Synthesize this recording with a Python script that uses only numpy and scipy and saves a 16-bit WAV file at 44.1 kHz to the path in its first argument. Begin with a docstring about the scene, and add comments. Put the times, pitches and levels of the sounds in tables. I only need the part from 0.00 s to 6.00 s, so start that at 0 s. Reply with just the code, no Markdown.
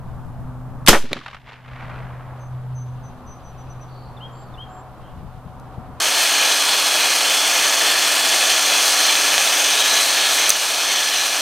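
"""A single muzzleloader shot on an open range

A muzzleloader is fired once from a bench, so loud that the nearby microphone overloads.
Cap, ignition and muzzle blast, made of noise bursts, follow within 20 ms; the ball slaps a ringing board.
Berm, walls, banks and trees send back more bursts, and woods add a long roll of noise.
A far engine hums in wavering sine tones, filtered noise makes wind, road and leaves, gliding tones make birds.
Automatic gain control turns everything down after the shot, then lets the quiet sounds return."""
import sys
import numpy as np
from scipy import signal
from scipy.fft import irfft, next_fast_len
from scipy.io import wavfile
from scipy.ndimage import minimum_filter1d

SR = 44100
rng = np.random.default_rng(int(sys.argv[2]) if len(sys.argv) > 2 else 0)


def unload_wav(signal):
    """Save mono or channel-first audio to the path in sys.argv[1] as 16-bit WAV at rate SR, clipped to [-1, 1]."""
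    wavfile.write(
        sys.argv[1],
        SR,
        np.round(np.clip(np.atleast_2d(signal).T, -1, 1) * 32767).astype(np.int16),
    )


N = 264644

# In all tables t60 is the time to fade by 60 dB, and levels are relative, before any swell or waver.
FIRE_S = 0.8812  # moment of the muzzle blast
# how alike left and right are in the road noise and the leaves: f/Hz, likeness (1 = identical)
AIR_LIKENESS = [(600, 0.99), (1400, .89), (3100, 0.52), (6800, .1)]


def amp(db):
    """Turns decibels into a gain."""
    return 10 ** (np.asarray(db) / 20)


def unit(x):
    """Scales a sound to an average strength (rms) of 1."""
    return x / np.sqrt(np.mean(x ** 2) + 1e-20)


def read(points, hz):
    """Reads a table between its points, on a log-frequency axis."""
    f, value = np.transpose(points)
    return np.interp(np.log(hz + 1), np.log(f + 1), value)


def follow(rows):
    """Turns each column of a time table into a curve with one value a sample."""
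    s, *columns = np.transpose(rows)
    return [np.interp(np.arange(N) / SR, s, column) for column in columns]


def add(mix, s, sound):
    """Adds a stereo sound to the mix at a time in seconds."""
    part = mix[:, round(s * SR):][:, :sound.shape[1]]
    part += sound[:, :part.shape[1]]


def band(hz, low_hz, high_hz, steep=2.9, low_steep=2):
    """Gain that passes the pitches between two soft edges."""
    below = 1 + (low_hz / (hz + 1)) ** (2 * low_steep)
    above = 1 + (hz / high_hz) ** (2 * steep)
    return 1 / np.sqrt(below * above)


def noise(size, colour, likeness=None):
    """Stereo noise of rms 1: random phases, with colour giving the gain at each frequency."""
    # usual likeness of left and right: f/Hz, likeness (1 = identical)
    usual_likeness = [(60, .95), (300, .99), (1400, .95), (3100, .93), (6800, .35), (14000, .1)]
    length = next_fast_len(size, real=True)
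    hz = np.fft.rfftfreq(length, 1 / SR)
    mid, side = np.exp(2j * np.pi * rng.random((2, len(hz))))
    same = np.clip(read(usual_likeness if likeness is None else likeness, hz), -1, 1)
    mid, side = mid * np.sqrt(1 + same), side * np.sqrt(1 - same)
    ports = np.array([mid + side, mid - side])
    return unit(irfft(ports * colour(hz), length)[:, :size])


def drift(size, rate):
    """Slow random wander of rms 1: straight lines between random points, rate of them a second."""
    knots = np.arange(size) * rate / SR
    count = int(knots[-1]) + 2
    return unit(np.interp(knots, np.arange(count), rng.standard_normal(count)))


def reshape(x, gain):
    """Applies a gain that depends on frequency and time, in short overlapping slices."""
    hz, t, z = signal.stft(x, SR, nperseg=256, noverlap=192)
    shaped = signal.istft(z * gain(hz[:, None], t), SR, nperseg=256, noverlap=192)[1]
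    return shaped[:, :x.shape[1]]


def stand(hz):
    """Gain of the resonances of the bench and firing point, each a peak around its own pitch."""
    # the resonances: f/Hz, width/Hz, level/dB
    resonances = [(247.1, 42, 5.5), (327, 24, 3.5), (414, 9.3, 8), (567, 28, 9), (1180, 210, 3),
                  (1790, 200, 0.5), (3243, 1000, 3.5)]
    return amp(sum(db / (1 + (2 * (hz - f) / width) ** 2) for f, width, db in resonances))


def burst(db, rise, t60, low_hz, high_hz, low_steep=2):
    """A puff of band noise that swells and dies, coloured by the firing point."""
    t = np.arange(SR // 2) / SR
    puff = noise(len(t), lambda hz: band(hz, low_hz, high_hz, low_steep=low_steep) * stand(hz))
    return puff * amp(db - 60 * t / t60) * (1 - np.exp(-t / rise))


def rifle(jet_db=15, jet_s=0.018, ring_db=10):
    """Cap and ignition, then the gas jet, its dying scatter and a slow pressure swing."""
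    # the lock and the charge: t/s, level/dB, t60/s, lower edge/Hz, upper edge/Hz
    ignition = [(0.8636, -18, 0.062, 1500, 11190), (0.875, -1.5, 0.02, 681.4, 4485)]
    # tone colour of the blast: f/Hz, relative level/dB per Hz
    blast = [(59, -45), (100, -19), (224, -7), (293, -18), (400, -11), (713, -15), (1170, -13.5),
             (1600, -15), (1730, -15), (3230, -16), (3890, -18.5), (6250, -16.5), (14000, -27)]
    # how long the scatter takes to fade: f/Hz, t60/s
    blast_t60 = [(150, .15), (600, .16), (2500, .19), (6000, .235), (13000, .235)]
    swing_db, swing_zero_s, swing_rise_s = 18.5, 0.041, 0.02  # size, first zero without delay, rise
    out, t = np.zeros((2, N)), np.arange(SR) / SR
    for s, db, t60, low_hz, high_hz in ignition:
        add(out, s, burst(db, 1 / SR, t60, low_hz, high_hz))
    colour = lambda hz: amp(read(blast, hz)) * stand(hz)
    jet = noise(SR, colour) * amp(jet_db) * np.sin(np.pi * np.minimum(t / jet_s, 1)) ** 2
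    scatter = reshape(noise(SR, colour), lambda hz, age: amp(ring_db - 60 * age / read(blast_t60, hz)))
    add(out, FIRE_S, jet + scatter * (1 - np.exp(-t / 0.004)))
    # the blast drives the microphone to one side, and it creeps back with an overshoot
    u = t / swing_zero_s
    swing = -amp(swing_db) * (1 - u) * np.exp(-u) * (1 - np.exp(-t / swing_rise_s))
    add(out, FIRE_S + 0.006, np.array([swing, swing]))
    return out


def target(rise_s=0.00017, ground_s=0.0026, ground_db=-9, snap_db=5, snap_t60=0.0034,
           snap_low_hz=300, snap_high_hz=5500):
    """The ball snaps through the board, which rings briefly; the ground repeats the slap."""
    # the board's ringing tones: f/Hz, level/dB, t60/s
    board = [(570, -1, 0.035), (1210, -4, 0.007), (1980, 7, 0.0059), (2400, -1.5, .009), (3610, 3, 0.01),
             (4090, 3.5, 0.0084), (7100, -5, .007)]
    slap_s = 1.1308
    out, t = np.zeros((2, N)), np.arange(SR // 2) / SR
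    slap = np.zeros(len(t))
    for k, (hz, db, t60) in enumerate(board):
        slap += (-1) ** k * amp(db - 60 * t / t60) * np.sin(2 * np.pi * hz * t)
    snap = noise(len(t), lambda hz: band(hz, snap_low_hz, snap_high_hz, steep=1.3))[0]
    snap = snap * amp(snap_db - 60 * t / snap_t60)
    slap = (slap + snap) * (1 - np.exp(-t / rise_s))
    ports = np.array([np.roll(slap, 1), slap])  # the left port hears it one sample later
    add(out, slap_s, ports)
    add(out, slap_s + ground_s, ports * amp(ground_db))
    return out


def echoes(grain_db=3, roll_low_hz=560):
    """Separate returns of the shot, and a grainy roll from countless trunks that dulls with time."""
    # the bench's hollow answer: t/s, level/dB, rise/s, t60/s, lower edge/Hz, upper edge/Hz
    bench = (.895, 3.5, .002, .19, 220, 600)
    # the brighter splash from the berm behind the target, same columns
    berm = (1.1657, -17, 1, 0.1748, 400, 4600)
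    # full echoes from structures near the firing point: t/s, level/dB
    walls = [(.9296, 5), (.945, 1.5), (.957, -8.5)]
    # their shape: rise/s, t60/s, lower edge/Hz, upper edge/Hz
    wall_shape = (.0006, .115, 185, 2000)
    # dull thuds from earth banks: t/s, level/dB
    banks = [(1.034, -13), (1.109, -11), (1.157, -10)]
    # their shape: rise/s, t60/s, lower edge/Hz, upper edge/Hz
    bank_shape = (.004, .11, 145, 320)
    # short slaps from single trees: t/s, level/dB
    trees = [(1.114, -15.5), (1.1653, -12.5), (1.2126, -21), (1.261, -11), (1.281, -13), (1.330, -18.5),
             (1.345, -14.5), (1.366, -21.5), (1.47, -25.5)]
    # their shape: rise/s, t60/s, lower edge/Hz, upper edge/Hz, steepness of the lower edge
    tree_shape = (.0006, .043, 780, 2100, 3.6)
    # stands of wood that roll the shot back: arrival t/s, hold/s, level/dB, t60/s
    woods = [(0.925, .012, -23.5, 0.68), (1.079, 0.044, -25.5, 0.45), (1.193, 0.11, -33, 0.54),
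             (1.443, 0.053, -28, 0.32), (1.606, 0.25, -38, 2.7)]
    woods_attack_s = 0.048
    start_edge_hz, halving_s = 5780, 0.5  # air has halved the roll's upper edge after this much travel
    out, t = np.zeros((2, N)), np.arange(N) / SR
    for s, *shape in (bench, berm):
        add(out, s, burst(*shape))
    for returns, shape in (walls, wall_shape), (banks, bank_shape), (trees, tree_shape):
        for s, db in returns:
            add(out, s, burst(db, *shape))

    edge = lambda s: start_edge_hz / (1 + np.maximum(s - FIRE_S, 0) / halving_s)

    def roll_gain(hz, s):
        """Narrows the band with time; the square root makes up for the strength lost."""
        return band(hz, roll_low_hz, edge(s), steep=3.2, low_steep=3.5) * np.sqrt(SR / 2 / edge(s))

    roll = reshape(noise(N, np.ones_like), roll_gain)
    swells = []
    for s, hold, db, t60 in woods:
        attack = np.clip((t - s) / woods_attack_s, 0, 1)
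        fading_s = np.maximum(t - s - woods_attack_s - hold, 0)
        swells.append(attack * amp(db - 60 * fading_s / t60))
    # independent woods add up by power
    return out + roll * np.linalg.norm(swells, axis=0) * amp(grain_db * drift(N, rate=340))


def handling(lean_db=4):
    """Soft bumps at the bench and one small tick, noise puffs leaning to the shooter's side, the left."""
    # the bumps: t/s, level/dB
    bumps = [(5.225, -32), (5.445, -29), (5.776, -24), (5.881, -30)]
    # their shape: rise/s, t60/s, lower edge/Hz, upper edge/Hz
    bump_shape = (.005, .15, 42, 160)
    # the tick: t/s, level/dB, rise/s, t60/s, lower edge/Hz, upper edge/Hz
    tick = (5.5985, -45, .0002, .011, 4800, 9000)
    out = np.zeros((2, N))
    for s, db in bumps:
        add(out, s, burst(db, *bump_shape))
    add(out, tick[0], burst(*tick[1:]))
    return out * amp([[lean_db], [-lean_db]])


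def birds(trill_wet_db=1, lean_db=1, trill_rate=61, trill_sweep_hz=850):
    """Gliding whistles and farther trills of quick upsweeps, ringing on among the trees."""
    # buzzy trills: t/s, length/s, centre f/Hz, level/dB
    buzzes = [(3.855, .27, 4380, -58.5), (4.31, .19, 4450, -64.5), (4.99, .14, 3050, -61)]
    whistle_wet_db, woods_t60 = -7.5, 0.42  # how loud and how long (s) the trees carry the notes on
    whistles, trills = np.zeros((2, 2, N))

    def tone(hz):
        """A sine that follows a pitch curve, with soft ends."""
        return np.sqrt(2) * np.sin(2 * np.pi * np.cumsum(hz) / SR) * signal.windows.tukey(len(hz), 0.55)

    for s, length, first_hz, last_hz, glide, db in songs():
        t = np.arange(int(length * SR)) / SR
        hz = last_hz + (first_hz - last_hz) * np.exp(-t / glide)
        hz = hz * (1 + 0.0033 * drift(len(t), rate=245))
        add(whistles, s, tone(hz) * amp([[db + lean_db], [db - lean_db]]))
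    for s, length, centre_hz, db in buzzes:
        size = int(length * SR)
        # position within each upsweep, from 0 to 1
        cycle = np.cumsum(trill_rate * (1 + 0.08 * drift(size, rate=60))) / SR % 1
        hz = centre_hz + trill_sweep_hz * (cycle - 0.5) + 110 * drift(size, rate=250)
        add(trills, s, tone(hz) * np.sin(np.pi * cycle) * amp([[db], [db]]))
    tail = noise(SR, np.ones_like) * amp(-60 * np.arange(SR) / SR / woods_t60)
    sent = amp(whistle_wet_db) * whistles + amp(trill_wet_db) * trills
    ringing = signal.fftconvolve(sent, tail / np.linalg.norm(tail[0]), axes=1)[:, :N]
    return whistles + trills + ringing


def songs(count=3):
    """Lists the notes of three birds: t/s, length/s, first f/Hz, last f/Hz, glide time/s, level/dB."""
    # one bird's quickening series of thin notes, sinking in pitch: t/s, length/s, level/dB
    series = [(2.384, 0.11, -60.5), (2.739, 0.11, -50.5), (3.024, 0.083, -55), (3.256, 0.1, -51),
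              (3.429, .1, -55), (3.57, 0.062, -55.5), (3.694, .044, -51), (3.806, .038, -51.5)]
    series_hz, sag_hz_per_s, droop_hz, glide_s = 6213, 214.5, 70, 0.034
    # another bird's chip, scoop and high whistle:
    # delay/s, length/s, first f/Hz, last f/Hz, glide time/s, level within the phrase/dB
    phrase = [(0, 0.02, 3810, 3250, 0.014, -8), (.031, 0.086, 2470, 3264, .018, 0.5),
              (0.138, 0.16, 4600, 7425, .0095, -19)]
    # each time that phrase is sung: t/s, level/dB
    phrases = [(4.165, -42.5), (4.537, -42)]
    # a far bird's faint chip: length/s, first f/Hz, last f/Hz, glide time/s
    chip = (0.021, 2300, 2830, 0.016)
    chips_s, chip_gap_s, chip_db = 3.535, 0.13, -59  # an even run of chips
    notes = []
    for s, length, db in series:
        hz = series_hz - sag_hz_per_s * (s - series[0][0])
        notes.append((s, length, hz + droop_hz, hz, glide_s, db))
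    for s, db in phrases:
        notes += [(s + delay, *shape, db + note_db) for delay, *shape, note_db in phrase]
    return notes + [(chips_s + k * chip_gap_s, *chip, chip_db) for k in range(count)]


def engine(hum_db=0.0, waver_db=1.37, whine_jitter=0.009):
    """A far engine's firing note and its octave, wavering in the moving air, and a thin whine."""
    # level of the firing note up to the shot: t/s, level/dB
    early = [(0.0, -35), (0.036, -39), (0.8, -35)]
    # and after it, same columns
    late = [(1.8, -35.5), (2.32, -36.5), (2.66, -29), (2.95, -31.5), (3.22, -48), (3.8, -36.5),
            (4.66, -43.5), (4.74, -49), (5.7, -44)]
    # level of the second harmonic: t/s, level/dB
    octave = [(0, -51.5), (.6, -44.5), (2.6, -58.5), (3.05, -47.5), (3.6, -59.5), (5.1, -59), (5.8, -52)]
    # level of the thin far whine: t/s, level/dB
    whine_levels = [(0, -59), (4.5, -57), (4.75, -42), (5.05, -57.5), (5.5, -51), (5.7, -54), (5.85, -46),
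                    (6, -58.5)]
    firing_hz, whine_hz = 125.75, 745.5  # centres that the pitches wander around
    level, = follow(list(early) + list(late))
    second, = follow(octave)
    whine_level, = follow(whine_levels)
    phase = 2 * np.pi * np.cumsum(firing_hz * (1 + 0.007 * drift(N, rate=22))) / SR
    hum = amp(level + hum_db + waver_db * drift(N, rate=18)) * np.sin(phase)
    hum += amp(second + 2 * waver_db * drift(N, rate=11)) * np.sin(2 * phase)
    whine_phase = 2 * np.pi * np.cumsum(whine_hz * (1 + whine_jitter * drift(N, rate=70))) / SR
    whine = amp(whine_level + 2 * drift(N, rate=41)) * np.sin(whine_phase)
    return np.sqrt(2) * (hum + whine)


def air(wind_db=4.5, road_db=3, gust_db=1.9):
    """Lumpy low wind noise at the microphone over the wash of a distant road."""
    # levels up to the shot: t/s, wind level/dB, road level/dB
    early = [(0.0, -43, -47), (0.108, -38.5, -47.5), (0.8, -40.5, -46)]
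    # and after it, same columns
    late = [(2.4, -47, -46.5), (2.47, -46.5, -49.5), (4.84, -49.5, -45), (5.19, -44, -48.5),
            (5.7, -47, -46)]
    # tone colour of the wind: f/Hz, relative level/dB per Hz
    wind_colour = [(10, -3), (30, -2.5), (70, -2), (100, -4.5), (160, -5.5), (230, -14.5), (400, -32),
                   (1000, -59.5)]
    # tone colour of the road: f/Hz, relative level/dB per Hz
    road_colour = [(40, -11), (180, -5), (300, -4), (420, -5), (600, -1.5), (780, -0.5), (1150, -2.5),
                   (1500, -10), (2100, -21.5), (3500, -31.5), (5000, -39), (14000, -57)]
    wind_level, road_level = follow(list(early) + list(late))
    wind = noise(N, lambda hz: amp(read(wind_colour, hz)), [(40, 0.55), (200, 0.6)])  # f/Hz, likeness
    road = noise(N, lambda hz: amp(read(road_colour, hz)), AIR_LIKENESS)
    wind = wind * amp(wind_level + wind_db + gust_db * drift(N, rate=22))
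    wind = wind * amp([[2.5], [-1.5]])  # stronger on the left
    return wind + road * amp(road_level + road_db + 0.84 * drift(N, rate=6.3))


def leaves(low_hz=2400, high_hz=3700, flutter_db=1.5):
    """Leaves along the field's edge: a faint band of noise with a fluttering level."""
    # how strongly they stir: t/s, level/dB
    stirring = [(0, -66), (.8, -73), (2.5, -64.5), (3.6, -60.5), (5.2, -64), (6, -63.5)]
    rustle = noise(N, lambda hz: band(hz, low_hz, high_hz, steep=4), AIR_LIKENESS)
    return rustle * amp(follow(stirring)[0] + flutter_db * drift(N, rate=37))


def scene():
    """Adds up everything that reaches the microphone."""
    return rifle() + target() + echoes() + handling() + birds() + engine() + air() + leaves()


def record(dry, threshold_db=-4, depth_db=14, hold_s=0.67, recovery_db_per_s=55, attack_s=0.005,
           hiss_db=-62.0):
    """Gain control drops, holds and recovers; then preamp hiss, hard clipping and the band limit."""
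    edge_hz = 14500
    # the control listens to the left port, without the lowest rumble
    sensed = signal.sosfilt(signal.butter(2, 100, "high", fs=SR, output="sos"), dry[0])

    def smooth(x, s):
        """Running average that forgets over s seconds."""
        keep = np.exp(-1 / (s * SR))
        return signal.lfilter([1 - keep], [1, -keep], x)

    level_db = 10 * np.log10(smooth(sensed ** 2, attack_s) + 1e-12)
    over_db = np.clip(level_db - threshold_db, 0, depth_db)
    # keep the largest reduction of the last hold_s seconds, then let go at a steady rate
    half = int(hold_s * SR / 2)
    held = -minimum_filter1d(-over_db, 2 * half + 1, origin=half)
    fall = np.arange(N) * recovery_db_per_s / SR
    reduction_db = np.maximum.accumulate(held + fall) - fall
    gain = amp(-smooth(reduction_db, attack_s))
    # part of the hiss arises before the gain stage, so it ducks less
    hiss = amp(hiss_db) * rng.standard_normal((2, N)) * np.sqrt(gain)
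    clipped = np.clip(dry * gain + hiss, -1, 1)
    low_pass = signal.firwin(511, edge_hz, window=("kaiser", 9), fs=SR)
    return signal.oaconvolve(clipped, low_pass[None], "same")


dry = scene()
out = record(dry)
unload_wav(out)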